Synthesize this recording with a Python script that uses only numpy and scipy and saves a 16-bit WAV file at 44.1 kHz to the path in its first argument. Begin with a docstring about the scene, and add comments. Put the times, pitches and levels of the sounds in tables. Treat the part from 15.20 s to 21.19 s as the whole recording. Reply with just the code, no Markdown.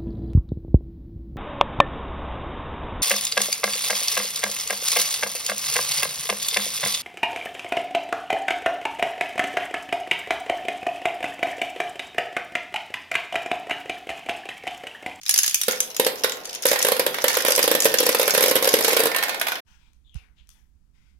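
"""A cup tips in a small room and the glass marbles in it shift and clink. From 0.5 s they land on a wide
steel tray, each with a tick and a hollow thump of the sheet, then roll about and knock the rim; the tray
rings, and the cup chimes more freely as it empties. At 4.4 s the sound breaks off. In the quiet after
it, over faint rumble and hiss, a hand rustles, swishes in, then bumps and taps the refilled cup."""
import sys
import numpy as np
from scipy import signal
from scipy.fft import rfft, irfft, next_fast_len
from scipy.io import wavfile
from scipy.ndimage import map_coordinates

SR = 44100
rng = np.random.default_rng(int(sys.argv[2]) if len(sys.argv) > 2 else 0)


def wav_record(signal):
    """Record a signal, one row per channel, as 16-bit PCM in the file named by sys.argv[1]."""
    frames = np.transpose(np.atleast_2d(signal))
    bounded = np.clip(frames, -1, 1)
    # unit amplitude maps onto the largest positive 16-bit level
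    quanta = np.round(bounded * 32767).astype(np.int16)
    wavfile.write(sys.argv[1], SR, quanta)


N = 264159
TIME_S = np.arange(N) / SR
BREAK_S, RESUME_S = 4.405, 4.45
TOUCH_RANGE_DB = 7


# landings on the sheet: t/s, relative level/dB
LANDINGS = [(.482, -17.5), (.797, -15), (.865, -15.5), (1.043, -17.5), (1.454, -16), (1.514, -17),
            (1.530, -22.5), (1.648, -18.5), (1.667, -23), (1.685, -19.5), (1.719, -17.5), (1.795, -16),
            (1.864, -19), (2.041, -16.5), (2.169, -18.5), (2.249, -21.5), (2.283, -18), (2.305, -21),
            (2.378, -19), (2.391, -17.5), (2.440, -20), (2.477, -17), (2.514, -15), (2.550, -16.5),
            (2.654, -12.5), (2.661, -20), (2.740, -17), (2.803, -18), (2.829, -24), (2.864, -19.5),
            (2.891, -16), (2.947, -16.5), (2.996, -17.5), (3.014, -25.5), (3.029, -22), (3.078, -17.5),
            (3.138, -23.5), (3.148, -19), (3.177, -16.5), (3.207, -18.5), (3.224, -21), (3.237, -16),
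            (3.259, -21.5), (3.281, -20.5), (3.311, -16.5), (3.355, -16.5), (3.363, -19), (3.425, -20.5),
            (3.444, -24), (3.453, -25), (3.474, -16), (3.539, -12), (3.566, -30.5), (3.588, -24.5),
            (3.608, -24), (3.646, -21), (3.681, -17), (3.721, -28), (3.731, -20.5), (3.766, -18.5),
            (3.793, -20.5), (3.802, -17.5), (3.835, -21.5), (3.856, -19), (3.869, -25)]
# tick spectrum: f/Hz, level/dB
TICK_SPECTRUM = [(3000, -39.5), (6000, -13.5), (8500, -6), (12000, 4), (13500, -2.5), (15800, -12.5)]
# crack spectrum: f/Hz, level/dB
CRACK_SPECTRUM = [(60, -35), (160, -19.5), (300, -1.5), (500, -4.5), (750, -4.5), (1000, -3), (1250, -7),
                  (1800, -3.5), (2500, -8), (3600, -6.5), (7000, -15), (9000, -15), (15800, -35)]

def landings():
    """Glass on steel: a tick, plus bending waves as crack and thump, deeper under heavy marbles."""
    out = np.zeros((2, N))
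    for s, db in LANDINGS:
        tick = contact(TICK_SPECTRUM, rise_s=.0002, hold_s=.003, ring_db=0, t60_s=.065)
        crack = contact(CRACK_SPECTRUM, rise_s=.001, hold_s=.005, ring_db=-2, t60_s=.09)
        swing = thump(hz=503, length_s=.0076, detune=.025)
        push = thump(hz=310, length_s=.005, detune=.1)
        excess_db = db + 17  # over an ordinary landing
        add(out, s, amp(db + 2) * swing)
        add(out, s, amp(-32.5 + 1.9 * excess_db) * push)
        add(out, s, amp(.64 * excess_db) * (amp(-18.5) * tick + amp(-17.5) * crack))
    return out


def thump(hz, length_s, detune, rise_s=.0007):
    """The sheet swings a few times under a marble before the bending wave runs off."""
    t = np.arange(1024) / SR
    pitch, stretch = np.exp(rng.standard_normal(2) * [detune, .1])
    shape = (1 - np.exp(-t / rise_s)) * np.exp(-(t / (length_s * stretch)) ** 4)
    return np.sqrt(2) * shape * np.sin(2 * np.pi * hz * pitch * t)


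# glass on glass: t/s, relative level/dB, treble/dB, ring f/Hz
CLINKS = [(.063, -24.5, -11.5, 3830), (.081, -27, 1, 5370), (.093, -10, -3.5, 10190),
          (.102, -23.5, 3.5, 6730), (.109, -15, 1, 6730), (.14, -12.5, -1.5, 5720), (.16, -17.5, -9, 10210),
          (.177, -12, 5, 6330), (.188, -10.5, -2, 6430), (.232, -13, -0.5, 6460), (.242, -18.5, -3.5, 6550),
          (.262, -16.5, 0, 6570), (.278, -14.5, -2, 6515), (.295, -23, -1.5, 6850),
          (.31, -24.5, -2.5, 6640), (.344, -11, 5, 6350), (.355, -20, 5, 6430), (.414, -15.5, 0.5, 5930),
          (.434, -20, 0, 9110), (.467, -31.5, 0.5, 6600), (.51, -20, -6, 6600), (.52, -22.5, 3, 6630),
          (.603, -12, 2.5, 6220), (.765, -20.5, -1.5, 6860), (.847, -20, -11, 11200),
          (1.036, -17.5, -4.5, 5474), (1.095, -24, -4, 3740), (1.12, -24.5, -13, 7430),
          (1.254, -27.5, -8, 6280), (1.295, -31.5, -9, 6300), (1.423, -27, 3, 6550),
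          (1.466, -15.5, 7, 10960), (1.486, -16, -5, 5050), (1.589, -20.5, 6.5, 5566),
          (1.626, -14.5, -0.5, 10120), (1.667, -27, 1.5, 3446), (2.019, -26, 1.5, 5560),
          (2.081, -13.5, -4, 5780), (2.151, -20.5, -4.5, 6430), (2.32, -12.5, -1.5, 4840),
          (2.351, -16.5, -1.5, 4916), (2.361, -16, 3.5, 5875), (2.428, -12, -1.5, 4770),
          (2.603, -14.5, -1.5, 10460), (2.621, -16.5, -1.5, 7130), (2.645, -15.5, -0.5, 10040),
          (2.785, -14.5, -8.5, 5420), (2.787, -16.5, -6, 3327), (2.866, -16.5, -3.5, 5456),
          (3.106, -14, -6, 5380), (3.228, -14.5, 3.5, 5350), (3.26, -19.5, -3, 4910), (3.49, -15, -3, 5070),
          (4.197, -26.5, 0.5, 5560)]
# click spectrum: f/Hz, level/dB
GLASS_SPECTRUM = [(100, -31.5), (400, -26), (900, -20.5), (1500, -12), (2200, -8), (2700, -6.5), (4300, -7),
                  (5400, -1), (6400, -0.5), (8000, -6.5), (10500, -2), (13000, -4.5), (15800, -17)]

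def clinks(rows):
    """Marbles collide: a crisp click and a brief high ring."""
    out = np.zeros((2, N))
    for s, db, treble_db, hz in rows:
        click = contact(GLASS_SPECTRUM, rise_s=.0004, hold_s=.0042, ring_db=-8, t60_s=.045,
                        treble_db=treble_db, uneven_db=3)
        add(out, s, amp(db - 2) * (click + amp(-4) * glass_ring(hz, count=3)))
    return out


def glass_ring(hz, count, spread=.03, rise_s=.0003, t60_s=.051):
    """A cluster of close glass modes, in a different phase at each microphone."""
    t = np.arange(2048) / SR
    modes_hz = hz * (1 + spread * (np.linspace(-1, 1, count) + rng.normal(0, .5, count)))
    ring = np.sin(2 * np.pi * (modes_hz[:, None] * t + rng.random((2, count, 1)))).sum(axis=1)
    return np.sqrt(2 / count) * ring * (1 - np.exp(-t / rise_s)) * amp(-60 * t / t60_s)


# knocks on the rim: t/s, relative level/dB, treble/dB
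RIM_KNOCKS = [(.529, -26, -9), (1.558, -17.5, -10), (1.603, -24, -16.5), (1.765, -23, -3.5),
              (1.943, -20.5, -9), (1.984, -23, -17), (2.081, -16, -2), (2.102, -22, -7),
              (2.141, -19.5, -3.5), (2.203, -21.5, -8), (2.263, -18.5, -7), (3.095, -19, -4.5),
              (3.15, -20, -10), (3.195, -20.5, -9.5), (3.645, -16, -1), (3.692, -19, -4.5),
              (3.705, -19.5, -13.5), (3.77, -14.5, -8.5), (3.915, -21, -12), (3.946, -18, -13),
              (3.962, -16, -4), (3.984, -18.5, -8.5), (4.026, -17, -10), (4.035, -17.5, -3.5),
              (4.082, -24, -6.5), (4.093, -19.5, -7), (4.144, -25, -9), (4.213, -16.5, -6.5),
              (4.268, -19, -9.5), (4.283, -20.5, -6.5), (4.319, -21, -11), (4.354, -25, -10.5)]
# clack spectrum: f/Hz, level/dB
RIM_SPECTRUM = [(100, -29.5), (500, -14.5), (800, 1), (1150, -5), (1450, 0), (1900, 1.5), (2700, -5),
                (4000, -6.5), (6000, -9.5), (8500, -7.5), (12000, -1.5), (15800, -11.5)]

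def rim_knocks(light_count, light_treble_db=-12):
    """Sideways blows on the stiff rim clack with no thump; light ones follow the rolling."""
    moment, softness = rng.random((light_count, 2)).T
    light_s = moment * BREAK_S
    light_db = roll_level_db(light_s) + 2.5 - TOUCH_RANGE_DB * softness
    light = zip(light_s, light_db, np.full(light_count, light_treble_db))
    out = np.zeros((2, N))
    for s, db, treble_db in [*RIM_KNOCKS, *light]:
        clack = contact(RIM_SPECTRUM, rise_s=.0006, hold_s=.0055, ring_db=-1, t60_s=.075,
                        treble_db=treble_db, uneven_db=2.5)
        add(out, s, amp(db - 1) * clack)
    return out


def jostle(count, fall_s=.13, smooth_s=.069, full_flow_per_s=17):
    """Marbles crowd the lip of the cup, touching harder the more are about to fall."""
    moment, softness = rng.random((count, 2)).T
    s = moment * BREAK_S
    nearness = np.exp(-(since_landings_s(s + fall_s) / smooth_s) ** 2 / 2)
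    flow_per_s = nearness.sum(axis=1) / (smooth_s * np.sqrt(2 * np.pi))
    flow_db = 20 * np.log10(np.clip(flow_per_s / full_flow_per_s, 1e-6, 1))
    top_db = np.maximum(-22.5 + 2.2 * flow_db, -36.5)
    return touches(s, softness, top_db)


def tip_rattle(count, start_s=.005, end_s=.59):
    """The pile shifts in the tilting cup: light touches, ever denser."""
    moment, softness = rng.random((count, 2)).T
    s = start_s + np.sqrt(moment) * (end_s - start_s)
    return touches(s, softness, top_db=-34.5)


def touches(s, softness, top_db, centre_hz=5580, dull_db=14):
    """Light glass contacts, each at its own pitch; softer ones are duller."""
    hz = centre_hz * np.exp(.088 * rng.standard_normal(len(s)))
    return clinks(zip(s, top_db - TOUCH_RANGE_DB * softness, -dull_db * softness, hz))


# rolling spectrum: f/Hz, level/dB
ROLL_SPECTRUM = [(40, -35), (160, -2.5), (300, 3), (500, 11.5), (780, 7.5), (1150, 0.5), (1420, 3),
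                 (1850, -4), (2500, -1.5), (4500, -16.5), (8200, -17.5), (12300, -21), (16000, -27.5)]

def rolling():
    """Slightly uneven marbles chatter over scratched steel."""
    grid_s = TIME_S[::256]
    level_db = np.interp(TIME_S, grid_s, roll_level_db(grid_s))
    return amp(level_db + .61 * wobble(25) + .97 * wobble(220)) * long_noise(ROLL_SPECTRUM)


def roll_level_db(s, marble_db=-45.5, attack_s=.049, fade_db_per_s=13.5):
    """Each landed marble rolls off and slows; their powers add."""
    age_s = np.maximum(since_landings_s(s), 0)
    each = np.minimum(age_s / attack_s, 1) * amp(marble_db - fade_db_per_s * age_s)
    return 10 * np.log10((each ** 2).sum(axis=1) + 1e-12)


# tray modes: f/Hz, relative level/dB, t60/s
TRAY_MODES = [(506, -11, .55), (743, -8, .6), (1080, -6, .55), (1417, -4, .5), (1793, 1, .25),
              (2159, -5, .5), (2463, -7, .45), (3600, -6, .45), (4818, -5, .5)]

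def tray_ring(landed, rolled):
    """Sustained contact builds up the tray's long modes more than a landing does."""
    return amp(-51.5) * resonate(rolled + amp(-2) * landed, TRAY_MODES)


# cup modes: f/Hz, relative level/dB, t60/s
CUP_MODES = [(2550, -8, 0.3), (3400, -5.5, 0.26), (6470, -2.5, 0.19), (10200, -0.5, 0.099)]

def cup_ring(glass, full_db=-53, empty_db=-42.5):
    """Marbles damp the cup; each one that leaves lets it chime louder."""
    drive_db = np.interp(TIME_S, np.array(LANDINGS)[:, 0], np.linspace(full_db, empty_db, len(LANDINGS)))
    return resonate(glass * amp(drive_db), CUP_MODES)


# wash spectrum: f/Hz, level/dB
WASH_SPECTRUM = [(150, -5.5), (300, -6.5), (500, -7), (1000, -2), (3000, 1), (7000, 0), (13000, -9)]
# decay of tray and room together: f/Hz, t60/s
WASH_DECAY = [(150, 0.95), (530, 0.61), (1400, 0.35), (3700, 0.34), (7000, 0.16), (11000, 0.39),
              (16000, 0.76)]

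def wash(x, wet_db, onset_s, patterns):
    """Dense tray modes and room echoes; each stretch of time has its own pattern, as marbles move."""
    out = np.zeros((2, N))
    for part in np.array_split(np.arange(N), patterns):
        white = noise([(1, 0), (SR, 0)], size=24000)
        hz, t, bins = signal.stft(white, SR, nperseg=256)
        gain_db = along(WASH_SPECTRUM, hz)[:, None] - 60 * t / along(WASH_DECAY, hz)[:, None]
        tail = signal.istft(bins * amp(gain_db), SR, nperseg=256)[1]
        tail *= 1 - np.exp(-(np.arange(tail.shape[1]) / SR / onset_s) ** 2)
        add(out, part[0] / SR, signal.fftconvolve(x[:, part], tail, axes=1))
    return amp(wet_db) * out


def bump(s, hz, db, length_s):
    """The hand settles on the cup: a soft, very low swing of the tray, on the right."""
    t = TIME_S - s
    shape = np.exp(-((t - length_s) / length_s) ** 2) * (t > 0)
    return -amp(db) * shape * np.sin(2 * np.pi * hz * t) * amp([[-30], [0]])


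# fingers on the cup: t/s, relative level/dB
TAPS = [(4.733, -65), (4.944, -51.5), (5.272, -65), (5.291, -49), (5.303, -58), (5.388, -71)]

def taps(knock_s=4.953):
    """Fingers tap the standing cup crisply; the hand meets it with a dull knock."""
    out = np.zeros((2, N))
    for s, db in TAPS:
        click = contact(GLASS_SPECTRUM, rise_s=.00017, hold_s=.0016, ring_db=-20, t60_s=.05,
                        treble_db=-2.5)
        add(out, s, amp(db) * (click + amp(-17) * glass_ring(hz=3500, count=5)))
    knock = contact(CRACK_SPECTRUM, rise_s=.002, hold_s=.01, ring_db=-2, t60_s=.09)
    add(out, knock_s, amp(-53) * knock)
    return out + wash(out, wet_db=-27, onset_s=.0093, patterns=1)


# swishes of the hand: t/s, hold/s, start f/Hz, width/Hz, relative level/dB
SWISHES = [(4.841, 0.045, 3630, 200, -58.5), (4.926, 0.053, 2940, 260, -55), (5.018, .02, 1940, 350, -65),
           (5.16, 0.019, 3350, 750, -58.5)]

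def swishes(sag_hz_per_s=4300, overtone_db=-21):
    """The hand closes on the cup: narrow noise bands, each sinking in pitch."""
    out = np.zeros((2, N))
    for s, hold_s, start_hz, width_hz, db in SWISHES:
        centre_hz = np.clip(start_hz - sag_hz_per_s * (TIME_S - s), start_hz / 2, start_hz)
        fuzz = unit(filtered(rng.standard_normal(N), lambda hz: 1 / (1 + (hz / width_hz) ** 2)))
        phase = 2 * np.pi * np.cumsum(centre_hz) / SR
        tone = np.sin(phase) + amp(overtone_db) * np.sin(2 * phase)
        out += amp(db) * envelope(s, hold_s, attack_s=.026, t60_s=.31) * fuzz * tone
    return out


# strokes of the hand: t/s, hold/s, level/dB
RUSTLES = [(4.46, 0.073, -59), (4.58, .08, -64), (4.99, 0.032, -68), (5.148, 0.033, -71),
           (5.336, .03, -64.5), (5.734, .15, -68)]
# rustle spectrum: f/Hz, level/dB
RUSTLE_SPECTRUM = [(300, -17), (700, -12), (900, 3.5), (1200, -6.5), (1500, 1.5), (1900, -1), (2700, 0.5),
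                   (3800, -4), (7000, -6.5), (10000, -19), (16000, -21)]

def rustles():
    """Grainy strokes of the hand, each with its own faint resonances, on the left."""
    out = np.zeros((2, N))
    for s, hold_s, db in RUSTLES:
        shape = envelope(s, hold_s, attack_s=.021, t60_s=.35)
        out += amp(db) * shape * long_noise(RUSTLE_SPECTRUM, uneven_db=3)
    return out * amp(1.34 * wobble(150)) * amp([[0], [-17]])


# rumble spectrum: f/Hz, level/dB
RUMBLE_SPECTRUM = [(25, -1), (58, 4), (100, -15), (200, -21), (400, -40), (1000, -58), (16000, -79)]
# hiss spectrum: f/Hz, level/dB
HISS_SPECTRUM = [(200, 4), (500, -18.5), (1100, -16.5), (3000, -23), (7000, -22.5), (16000, -30.5)]

def room_tone():
    """Rumble on the right, hiss on the left; more rumble and less hiss after the pour."""
    pouring = TIME_S < BREAK_S
    rumble = amp(np.where(pouring, -66.5, -54.5) + 1.8 * wobble(9)) * long_noise(RUMBLE_SPECTRUM)
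    hiss = amp(np.where(pouring, -62.5, -67) + 1.2 * wobble(12)) * long_noise(HISS_SPECTRUM)
    return rumble * amp([[-22], [0]]) + hiss * amp([[0], [-17]])


# likeness of left and right: f/Hz, correlation
CORRELATION = [(200, 0.97), (550, 0.67), (900, .4), (1500, 0), (16000, 0)]

def noise(spectrum, size, treble_db=0, uneven_db=0):
    """Stereo noise of rms 1, alike in the bass, with a treble shelf and random peaks."""
    hz = np.fft.rfftfreq(size, 1 / SR)
    peaks = np.interp(np.sqrt(hz / hz[-1]), np.linspace(0, 1, 40), rng.standard_normal(40))
    shelf = np.clip(np.log2((hz + 1) / 4500), 0, 1)
    gain = amp(along(spectrum, hz) + treble_db * shelf + uneven_db * peaks)
    width_rad = np.arccos(np.clip(along(CORRELATION, hz), -1, 1)) / 2
    bins = rfft(rng.standard_normal((2, size))) * gain
    mid, side = irfft(bins * [np.cos(width_rad), np.sin(width_rad)], size)
    return unit(np.array([mid + side, mid - side]))


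def long_noise(spectrum, uneven_db=0):
    """Stereo noise, N samples."""
    return noise(spectrum, next_fast_len(N), uneven_db=uneven_db)[:, :N]


def contact(spectrum, rise_s, hold_s, ring_db, t60_s, treble_db=0, uneven_db=2):
    """A hard contact: milliseconds of dense modes, then a short ring."""
    t = np.arange(2048) / SR
    shape = (1 - np.exp(-t / rise_s)) * (np.exp(-(t / hold_s) ** 2) + amp(ring_db - 60 * t / t60_s))
    shape /= np.sqrt(np.mean(shape[t < .006] ** 2))
    return shape * noise(spectrum, len(t), treble_db, uneven_db)


def resonate(x, modes):
    """Every blow feeds the same modes, in a different phase at each microphone."""
    t = np.arange(SR) / SR
    ring = np.zeros((2, SR))
    for hz, db, t60_s in modes:
        phase = 2 * np.pi * (rng.random() + rng.random((2, 1)) * (1 - along(CORRELATION, hz)))
        ring += amp(db - 60 * t / t60_s) * np.sin(2 * np.pi * hz * t + phase)
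    return signal.fftconvolve(x, ring, axes=1)[:, :N]


def since_landings_s(s):
    """Age of each landing (columns) at times s (rows)."""
    return s[:, None] - np.array(LANDINGS)[:, 0]


def envelope(s, hold_s, attack_s, t60_s):
    """From time s: linear rise, hold, exponential decay."""
    t = TIME_S - s
    return np.clip(t / attack_s, 0, 1) * amp(-60 * np.maximum(t - attack_s - hold_s, 0) / t60_s)


def wobble(knots_per_s):
    """Smooth random curve."""
    knots = rng.standard_normal(int(N * knots_per_s / SR) + 4)
    return map_coordinates(knots, [TIME_S * knots_per_s / SR])


def filtered(x, gain):
    """Apply gain(hz)."""
    size = next_fast_len(N + 8192)
    return irfft(rfft(x, size) * gain(np.fft.rfftfreq(size, 1 / SR)), size)[..., :N]


def along(points, hz):
    """Interpolate (f/Hz, value) points on a log axis."""
    points_hz, values = np.transpose(points)
    return np.interp(np.log(hz + 1), np.log(points_hz + 1), values)


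def add(track, s, sound):
    """Mix in a sound at time s."""
    part = track[..., max(0, round(s * SR)):][..., :sound.shape[-1]]
    part += sound[..., :part.shape[-1]]


def pan(left_db):
    """Channel gains for left minus right."""
    return amp(left_db * np.array([[.5], [-.5]]))


def amp(db):
    """dB to gain."""
    return 10 ** (np.asarray(db) / 20)


def unit(x):
    """Scale to rms 1."""
    return x / np.sqrt(np.mean(x ** 2) + 1e-20)


# balance of the pour: f/Hz, left minus right/dB
BALANCE = [(100, -3), (350, 2.5), (700, 0.5), (1400, -3), (2800, -1.5), (5500, -0.5), (9000, -3),
           (15000, -8)]

def scene(fade_s=.0057, low_cut_hz=85):
    """The pour, a moment of silence, then the hand on the cup."""
    landed = landings()
    rolled = rim_knocks(light_count=75) + rolling()
    steel = landed + rolled + tray_ring(landed, rolled)
    glass = clinks(CLINKS) + tip_rattle(count=24) + jostle(count=280)
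    glass += cup_ring(glass)
    pour = steel * pan(-1.2) + glass * pan(1.6)
    pour += wash(pour, wet_db=-33, onset_s=.0016, patterns=20)
    # a low cut thins the deep bass of the whole pour
    pour = filtered(pour, lambda hz: (hz ** 2 / (hz ** 2 + low_cut_hz ** 2)) ** 2 * pan(along(BALANCE, hz)))
    pour *= np.clip((BREAK_S - TIME_S) / fade_s, 0, 1)
    quiet = room_tone() + rustles()
    quiet += (taps() + swishes()) * amp([[3], [-20]])
    quiet += bump(s=4.953, hz=56, db=-23.5, length_s=.014)
    quiet += bump(s=4.951, hz=126, db=-26, length_s=.0065)
    return pour + quiet * ((TIME_S < BREAK_S) | (TIME_S > RESUME_S))


def record(dry, top_hz=16000):
    """A nearby phone rounds the highest peaks and limits the band."""
    rounded = dry / (1 + np.abs(dry) ** 6) ** (1 / 6)
    return filtered(rounded, lambda hz: 1 / (1 + (hz / top_hz) ** 120))


dry = scene()
out = record(dry)
wav_record(out)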